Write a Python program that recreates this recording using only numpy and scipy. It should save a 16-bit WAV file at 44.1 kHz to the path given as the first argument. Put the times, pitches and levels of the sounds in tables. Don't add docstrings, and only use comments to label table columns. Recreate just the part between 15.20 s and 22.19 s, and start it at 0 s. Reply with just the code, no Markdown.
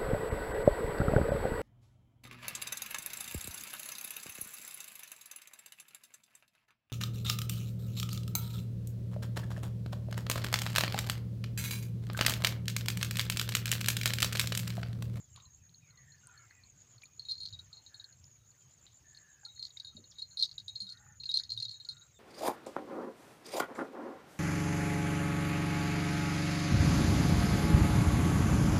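import sys
import numpy as np
from scipy import signal
from scipy.io import wavfile

SR = 44100
rng = np.random.default_rng(int(sys.argv[2]) if len(sys.argv) > 2 else 0)


def log_audio(samples):
    frames = np.atleast_2d(samples).T
    limited = np.clip(frames, -1, 1)
    pcm = np.round(limited * 32767).astype(np.int16)
    wavfile.write(sys.argv[1], SR, pcm)


def elevation(decibels):
    levels = np.asarray(decibels, float)
    return 10 ** (levels / 20)


N = 308259
TIME = np.arange(N) / SR


def rms_one(x):
    return x / np.sqrt(np.mean(x ** 2) + 1e-20)


def low_pass(x, hz):
    r = np.exp(-2 * np.pi * hz / SR)
    return signal.lfilter([1 - r], [1, -r], x)


def band_pass(x, low_hz, high_hz, order):
    return signal.sosfilt(signal.butter(order, [low_hz, high_hz], "band", fs=SR, output="sos"), x)


def drift(rate_hz):
    thin = 40
    r = np.exp(-2 * np.pi * rate_hz * thin / SR)
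    white = rng.standard_normal(N // thin + 2002)
    slow = signal.lfilter([1], [1, -2 * r, r * r], white)[2000:]
    return np.interp(np.arange(N) / thin, np.arange(len(slow)), rms_one(slow))


def ring(clicks, hz, t60):
    r = 10 ** (-3 / (t60 * SR))
    w = 2 * np.pi * hz / SR
    return signal.lfilter([0, np.sin(w)], [1, -2 * r * np.cos(w), r * r], clicks + 1e-18)


def banded_noise(spectrum, patchy_db, rate_hz):
    hz, db = np.transpose(spectrum)
    edges = np.geomspace(hz[0], hz[-1], 16)
    white = rng.standard_normal((2, N + SR))
    together = drift(2.47)
    out = 0
    for k, (low, high) in enumerate(zip(edges, edges[1:])):
        band = band_pass(white[k % 2], low, high, order=2)[SR:]
        level_db = np.interp(np.log(low * high) / 2, np.log(hz), db)
        flicker_db = patchy_db * (.5 * together + drift(rate_hz))
        out = out + band * elevation(level_db + flicker_db)
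    return rms_one(out)


# (f/Hz, level/dB per Hz)
AIR_SPECTRUM = [(190, -22), (270, -4), (630, -7.5), (1600, -9), (3000, -10.5), (4300, -11), (6000, -11.5)]


def open_air():
    return elevation(-75.5) * banded_noise(AIR_SPECTRUM, patchy_db=3.0, rate_hz=40)


# (f/Hz, level/dB per Hz)
RUMBLE_SPECTRUM = [(28, -24), (60, -8), (100, 1.5), (135, -1.5), (260, -25.5)]
# (t/s, level/dB)
RUMBLE_SWELL = [
    (0, 3),
    (.7, 0.5),
    (1.4, 0),
    (2.25, 4),
    (2.9, 0.5),
    (3.6, -0.5),
    (4.3, -1.5),
    (4.8, 0),
    (6.3, 3.5),
    (7, -1.5),
]


def traffic_rumble():
    level_db = -67 + np.interp(TIME, *np.transpose(RUMBLE_SWELL)) + 1.97 * drift(20)
    return elevation(level_db) * banded_noise(RUMBLE_SPECTRUM, patchy_db=3.5, rate_hz=3.3)


# (f/Hz, level/dB per Hz)
HISS_SPECTRUM = [(5500, -2), (9000, -11), (13600, -11.5), (15000, -5.5), (16500, 1)]


def microphone_hiss():
    return elevation(-80) * banded_noise(HISS_SPECTRUM, patchy_db=-1.0, rate_hz=5.9)


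def wing_strokes(s, level_db, hz, length, sag_hz):
    out, t = np.zeros(N + SR), np.arange(int(length * SR)) / SR
    swell = np.sin(np.pi * t / length) ** 0.91
    for at, db, f, turn in zip(s, level_db, hz, rng.random(len(s))):
        i = int(max(at, 0) * SR)
        cycles = f * t - sag_hz * t ** 2 / length + turn
        out[i:i + len(t)] += elevation(db) * swell * np.sin(2 * np.pi * cycles)
    return out[:N]


# (first chirp t/s, last chirp t/s, first f/Hz,
# last f/Hz)
CRICKET_BOUTS = [(0, .361, 7330, 7390), (.03, .157, 6900, 6920), (.251, .251, 6700, 6620),
                 (0.336, .924, 6570, 6750), (0.891, .889, 7360, 7100), (1.03, 1.704, 7370, 7340),
                 (1.209, 1.209, 6820, 6680), (1.487, 2.322, 6770, 6960), (2.432, 2.988, 7256, 7390),
                 (2.564, 2.913, 6610, 6750), (3.069, 3.143, 6940, 6750), (3.293, 3.76, 6880, 7140),
                 (3.899, 4.482, 6680, 6760), (3.919, 3.921, 7300, 7240), (4.005, 4.562, 7340, 7420),
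                 (4.553, 5.118, 6940, 7040), (4.888, 4.889, 6650, 6650), (5.135, 5.61, 6610, 6760),
                 (5.238, 5.238, 7540, 7540), (5.37, 5.815, 7300, 7350), (5.876, 6.432, 6915, 6980),
                 (6.219, 6.219, 6600, 6630), (6.533, 6.961, 7380, 7480), (6.554, 6.813, 6780, 6710)]


def chirp_times():
    chirp_s = .115
    runs = []
    for s0, s1, hz0, hz1 in CRICKET_BOUTS:
        runs.append(np.linspace([s0, hz0], [s1, hz1], round((s1 - s0) / chirp_s) + 1))
    s, hz = np.concatenate(runs).T
    return s, hz + 35.0 * rng.standard_normal(len(s))


# (start t/s, end t/s, level/dB)
CRICKET_TRILLS = [
    (.98, 1.72, -79),
    (3.3, 4.0, -79),
]


def crickets():
    s, hz = chirp_times()
    level_db = np.where(hz > 7200, -69, -64) + rng.normal(0, 0.17, len(s))
    step = np.arange(5) - 2
    fade_db = np.array([-2.5, 1.0, 0.0, 2, -6.0])
    luck = rng.standard_normal((len(s), 3, 5)) * [[.0004], [1.5], [25]]
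    stroke_s = s[:, None] + step / 72 - .005 + luck[:, 0]
    stroke_db = level_db[:, None] + 6.0 + fade_db + luck[:, 1]
    stroke_hz = hz[:, None] + 230 + 25 * step + luck[:, 2]
    near = wing_strokes(stroke_s.ravel(), stroke_db.ravel(), stroke_hz.ravel(), length=0.009, sag_hz=235)
    low = band_pass(near, 6200, 7150, order=2)
    near += elevation(-7) * np.roll(low, int(.0061 * SR))
    for start, end, db in CRICKET_TRILLS:
        at = np.arange(start, end, 1 / 57)
        rise = np.minimum((at - start) / 0.2, 1)
        trill_db = db + rng.normal(0, 2.5, 99)[:len(at)]
        near += wing_strokes(at, trill_db, 7750 + 270 * rise, length=.009, sag_hz=60)
    white = rng.standard_normal(N)
    low_choir_db = -70.5 + 2.5 * drift(32) + 2.2 * drift(71)
    chorus = rms_one(band_pass(white, 6340, 6785, order=3)) * elevation(low_choir_db)
    chorus += rms_one(band_pass(white, 6800, 7350, order=3)) * elevation(-80 + 2.5 * drift(3))
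    return near + chorus


# (start t/s, end t/s, start f/Hz, end f/Hz, level/dB)
BIRD_AND_FROG_CALLS = [(.612, .736, 2550, 2030, -76), (.74, .997, 2034, 1710, -73.5),
                       (1.03, 1.256, 1478, 1342, -70.5), (1.125, 1.26, 3370, 2660, -86),
                       (1.168, 1.419, 2250, 1917, -76), (1.32, 1.5, 2530, 2330, -80),
                       (1.101, 1.274, 1800, 1610, -75.5), (1.07, 1.15, 1080, 710, -75.5),
                       (2.542, 2.626, 908, 898, -80.5), (2.684, 2.919, 1735, 1591, -76),
                       (3.842, 4.257, 1780, 1638, -75), (4.23, 4.32, 860, 885, -76.5),
                       (5.678, 5.973, 1428, 1484, -78), (5.72, 5.955, 1888, 1780, -76.5),
                       (5.782, 5.932, 830, 847, -76), (6.659, 6.886, 1423, 1396, -77.5),
                       (6.885, 6.95, 2500, 1900, -82), (6.94, 7.02, 3740, 3350, -71),
                       (4.905, 4.925, 7300, 3200, -61), (0.15, .29, 1200, 1002, -78.5)]


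def far_calls():
    hoarse_share, clear_above_hz = 0.077, 2670
    out, luck = np.zeros(N), rng.random((170, 5))
    start, hz = 6.9 * luck[:, 0], 1100 * 4.5 ** luck[:, 1]
    end = start + .03 + 0.054 * luck[:, 2]
    end_hz = hz * (0.88 + 0.11 * luck[:, 3])
    murmur = np.transpose([start, end, hz, end_hz, -92 + 8.4 * luck[:, 4]])
    for start, end, hz_a, hz_b, level_db in [*BIRD_AND_FROG_CALLS, *murmur]:
        hoarse_hz = hoarse_share * hz_b
        rough = 1 / (1 + (hz_b / clear_above_hz) ** 8)
        i = int(start * SR)
        u = np.linspace(0, 1, int((end - start) * SR))[:N - i]
        white = rng.standard_normal(SR // 2)[:len(u)]
        flutter = rms_one(low_pass(low_pass(white, hoarse_hz), hoarse_hz))
        tone = np.sin(2 * np.pi * np.cumsum(hz_a * (hz_b / hz_a) ** u) / SR)
        swell = np.sin(np.pi * u) ** 0.25
        voice = 1.5 - 0.82 * rough + rough * flutter
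        out[i:i + len(u)] += elevation(level_db + 2.5) * swell * voice * tone
    t = np.arange(SR // 5) / SR
    scatter = rng.standard_normal(len(t)) * elevation(-60 * t / 0.12)
    smear = signal.fftconvolve(out, scatter / np.linalg.norm(scatter))[:N]
    return out + elevation(-0.5) * smear


# (t/s, peak level/dB, f/Hz, cycles rung)
SNAPS_DRIPS_AND_TINKLES = [(.161, -43.5, 4000, 5.6), (1.071, -39, 8640, 17), (1.309, -47.5, 1920, 4),
                           (1.834, -45, 2400, 62), (1.82, -48.5, 4130, 16), (1.838, -49, 8940, 3.1),
                           (3.042, -45.5, 5100, 16.7), (3.654, -61, 2580, 11), (3.666, -47, 3900, 11),
                           (4.232, -55.5, 1617, 57), (4.232, -65, 814, 67), (4.264, -56, 1396, 90),
                           (4.377, -58.5, 1940, 49), (5.865, -54.5, 1373, 25), (4.749, -49.5, 195, 4),
                           (4.79, -57, 297, 3.6), (5.621, -57, 193, 31), (6.038, -49.5, 2720, 44),
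                           (6.2, -51, 1902, 6.7), (.175, -51, 1210, 5.7), (4.566, -56.5, 2220, 9.4),
                           (4.771, -58.5, 525, 9.2), (6.418, -55.5, 2800, 40), (0.161, -48, 9040, 9.9),
                           (0.201, -51, 3810, 81), (0.254, -55, 4090, 250), (.493, -56, 4200, 45),
                           (0.705, -57, 4200, 120), (0.773, -57.5, 4270, 170), (3.315, -61, 4200, 91)]


def ticks():
    out, t = np.zeros(N), np.arange(4000) / SR
    for s, peak_db, hz, cycles in SNAPS_DRIPS_AND_TINKLES:
        rustles = (cycles < 16) * (hz < 6000)
        envelope = np.exp(-t / 0.0017) + 0.24 * rustles * np.exp(-t / 0.038)
        burst = rng.standard_normal(len(t)) * envelope
        snap = ring(ring(burst, hz, cycles / hz), hz, 5.7 / hz)
        i = int(s * SR)
        out[i:i + len(t)] += elevation(peak_db) * snap / np.abs(snap).max()
    return out


def bell_tone(s, peak_db, hz, t60):
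    last = np.maximum(np.searchsorted(s, TIME, "right") - 1, 0)
    level = elevation(peak_db[last] - 60 * (TIME - s[last]) / t60[last]) * (TIME >= s[0])
    left = elevation(peak_db[:-1] - 60 * np.diff(s) / t60[:-1] - peak_db[1:])
    fresh = np.clip(1 - np.append(0, left), 0, 1)
    jolt = fresh * rng.uniform(-np.pi, np.pi, len(s))
    rolling = hz[last] * (1 + 0.00394 * drift(74.8))
    phase = 2 * np.pi * np.cumsum(rolling) / SR + low_pass(np.cumsum(jolt)[last], 530)
    return low_pass(low_pass(level, 630), 630) * elevation(2.8 * drift(160)) * np.sin(phase)


def pellet_clack(s, blow_db, t60):
    rebound_s, rebound_loss_db = .011, 7.5
    clean_db = 0.5 * np.log2(t60 / 0.099)
    clicks = np.zeros(N)
    first = (s * SR).astype(int)
    clicks[first] = elevation(1.13 * (blow_db + 31) - 37 - clean_db + rng.normal(0, 1.36, len(s)))
    again = rng.random((len(s), 2, 3))
    later = s[:, None] + np.cumsum(rebound_s * (.4 + 1.2 * again[:, 0]), axis=1)
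    loss_db = rebound_loss_db * (np.arange(3) + 2 * again[:, 1])
    clicks[(later * SR).astype(int)] = clicks[first, None] * elevation(-loss_db)
    decay = signal.lfilter([1], [1, -elevation(-60 / (.026 * SR))], clicks)
    return low_pass(decay, 250) * rng.standard_normal(N) * elevation(4 * drift(150))


# (f/Hz, level/dB against the strike, t60/s)
SHELL_OVERTONES = [
    (8330, -30.5, 0.054),
    (9150, -29, 0.14),
    (10315, -28.5, 0.077),
]
# (t/s, high bell peak level/dB, low bell
# peak level/dB, t60/s)
BELL_STRIKES = [(.544, -51, -68, 0.036), (.919, -57.5, -82, 0.12), (1.175, -52, -84, 0.047),
                (1.304, -56.5, -89, 0.04), (1.436, -52.5, -83, .045), (1.7803, -50, -74, 0.03),
                (1.855, -50.5, -58.5, .032), (1.9945, -33.5, -67, 0.044), (2.0177, -47, -70, .1),
                (2.0506, -45.5, -47.5, 0.12), (2.0852, -38.5, -37, .26), (2.095, -33, -38, .15),
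                (2.111, -25, -40.5, 0.095), (2.153, -41.5, -56.5, 0.1), (2.179, -42, -68, 0.085),
                (2.203, -37.5, -46, 0.21), (2.2317, -34.5, -44.5, .084),
                (2.2536, -31.5, -50.5, .055), (2.2729, -38.5, -52.5, 0.042),
                (2.3257, -44.5, -46, .2), (2.3347, -64, -39.5, 0.11), (2.39, -47.5, -41, 0.072),
                (2.5288, -44.5, -50.5, .11), (2.569, -45.5, -55, 0.13), (2.6625, -46.5, -50, 0.097),
                (2.743, -42, -47, 0.081), (2.7976, -45.5, -42, 0.07), (2.842, -42, -46, 0.045),
                (2.926, -56, -88, .052), (2.3052, -57, -56, 0.063),
                (3.9472, -44.5, -54.5, 0.027), (3.971, -45.5, -65, 0.049),
                         (4.2497, -38, -47, 0.082), (4.282, -58, -46, 0.19), (4.3573, -52, -55.5, 0.69),
                         (4.394, -40.5, -55.5, 0.3), (4.4262, -31.5, -57, .036), (4.438, -41, -66, 0.079),
                         (4.4514, -34.5, -50, 0.047), (4.504, -53.5, -46.5, .039), (4.571, -51, -31, .024),
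                         (4.599, -45, -34, 0.043), (4.6468, -42, -37, 0.056), (4.6695, -43.5, -41, 0.14),
                         (4.767, -49.5, -44.5, 0.08), (4.8397, -53.5, -54, .078),
                (4.9542, -63.5, -58, .37), (4.984, -45.5, -42, 0.2), (4.992, -44.5, -37, 0.11),
                        (5.019, -32, -44, 0.1045), (5.1084, -52, -65, .18), (5.1714, -33.5, -40, 0.12),
                        (5.1918, -27, -52, 0.077), (5.1982, -27, -53.5, 0.2), (5.2093, -29.5, -43, .2),
                        (5.2242, -19.5, -31, 0.12), (5.2327, -26.5, -20, .04), (5.2409, -35, -37, .16),
                        (5.251, -35.5, -27, 0.023), (5.2769, -50.5, -75, 0.042), (5.292, -43, -48, .024),
                        (5.313, -33.5, -45, 0.033), (5.38, -38.5, -30, 0.027), (5.399, -41.5, -40, 0.044),
                        (5.4803, -41.5, -34.5, 0.13), (5.5541, -44, -40.5, .19), (5.558, -32, -44, .094),
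                        (5.6023, -30.5, -51, 0.13), (5.619, -36.5, -49, 0.17), (5.667, -45, -40, 0.096),
                        (5.6903, -43.5, -37.5, .044), (5.697, -38.5, -50, 0.12), (5.721, -39, -57, 0.077),
                        (5.772, -63, -46.5, .027),
                (6.0, -41.5, -50, 0.18), (6.035, -33.5, -42.5, 0.04), (6.0558, -31.5, -45, 0.088),
                       (6.0907, -40.5, -27.5, .13), (6.1134, -37, -32, .11), (6.1404, -19, -35, 0.13),
                       (6.171, -20, -25, 0.037), (6.1865, -44.5, -37, .19), (6.1971, -29, -35, 0.046),
                       (6.2345, -45.5, -33, 0.015), (6.2488, -47, -52.5, 0.086), (6.2932, -39, -50, 0.31),
                       (6.3027, -26.5, -50.5, 0.042), (6.3185, -28.5, -53, 0.09), (6.3647, -41, -61, 0.088),
                       (6.375, -46, -28.5, 0.056), (6.401, -28, -35, .045), (6.4235, -29, -42.5, 0.1),
                       (6.4504, -37.5, -31.5, 0.083), (6.4826, -37.5, -56.5, 0.078),
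                       (6.4923, -34, -58.5, 0.046), (6.5119, -39, -47, .14), (6.542, -46.5, -44, 0.15),
                       (6.5997, -43, -45, .1), (6.6479, -38.5, -44, .045), (6.6877, -28.5, -38, 0.085),
                       (6.7073, -42.5, -44, 0.11), (6.7673, -56.5, -50.5, 0.078), (6.809, -63, -53, .11),
                       (6.817, -61, -51, .094)]


def bells():
    high_bell_hz, low_bell_hz = 4209, 3823
    strikes = BELL_STRIKES
    s, high_db, low_db, t60 = np.transpose(sorted(strikes))
    choke_hz = 120 * np.exp(-t60 / 0.027)
    sag_hz = 2.5 * (high_db + 35.5)
    high_hz = high_bell_hz + choke_hz - sag_hz + 15 * rng.standard_normal(len(s))
    low_hz = low_bell_hz + rng.normal(0, 15, len(s))
    t60, blow_db = np.clip(t60, .01, 1), np.maximum(high_db, low_db)
    softer_db = 0.73 * np.maximum(high_db - low_db - 8, 0)
    out = bell_tone(s, high_db + 1.0, high_hz, t60)
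    out += bell_tone(s, low_db - 1.5 - softer_db, low_hz, t60 * 1.02)
    luck = rng.standard_normal((len(s), 2, len(SHELL_OVERTONES)))
    for k, (hz, level_db, decay) in enumerate(SHELL_OVERTONES):
        off_node_db = -17 * np.abs(luck[:, 0, k])
        overtone_db = 0.97 * blow_db + level_db + off_node_db
        overtone_hz = hz * (1 + 0.0057 * luck[:, 1, k])
        out += bell_tone(s, overtone_db, overtone_hz, np.minimum(t60, decay))
    clack = pellet_clack(s, blow_db, t60)
    out += elevation(4) * band_pass(clack, 3690, 4970, order=3)
    out += elevation(-7.5) * band_pass(clack, 3700, 5900, order=3)
    out += elevation(-35) * band_pass(clack, 7500, 11000, order=3)
    out += elevation(-22.5) * band_pass(clack, 14000, 15600, order=3)
    return band_pass(out, 3810, 14000, order=4) + elevation(-18) * band_pass(clack, 3110, 4200, order=3)


def scene():
    air_and_traffic = open_air() + traffic_rumble()
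    wildlife = crickets() + far_calls()
    jingle = bells()
    jingle += elevation(-13.0) * np.roll(jingle, int(0.001318 * SR))
    return (air_and_traffic + wildlife + ticks() + jingle)[None]


def roll_off(x):
    return signal.sosfilt(signal.butter(12, 15820, fs=SR, output="sos"), x)


def record(dry):
    hissing = dry + microphone_hiss()
    top = signal.cheby2(16, 28, 15620, fs=SR, output="sos")
    mix = signal.sosfilt(top, hissing)
    return roll_off(mix)


dry = scene()
out = record(dry)
log_audio(out)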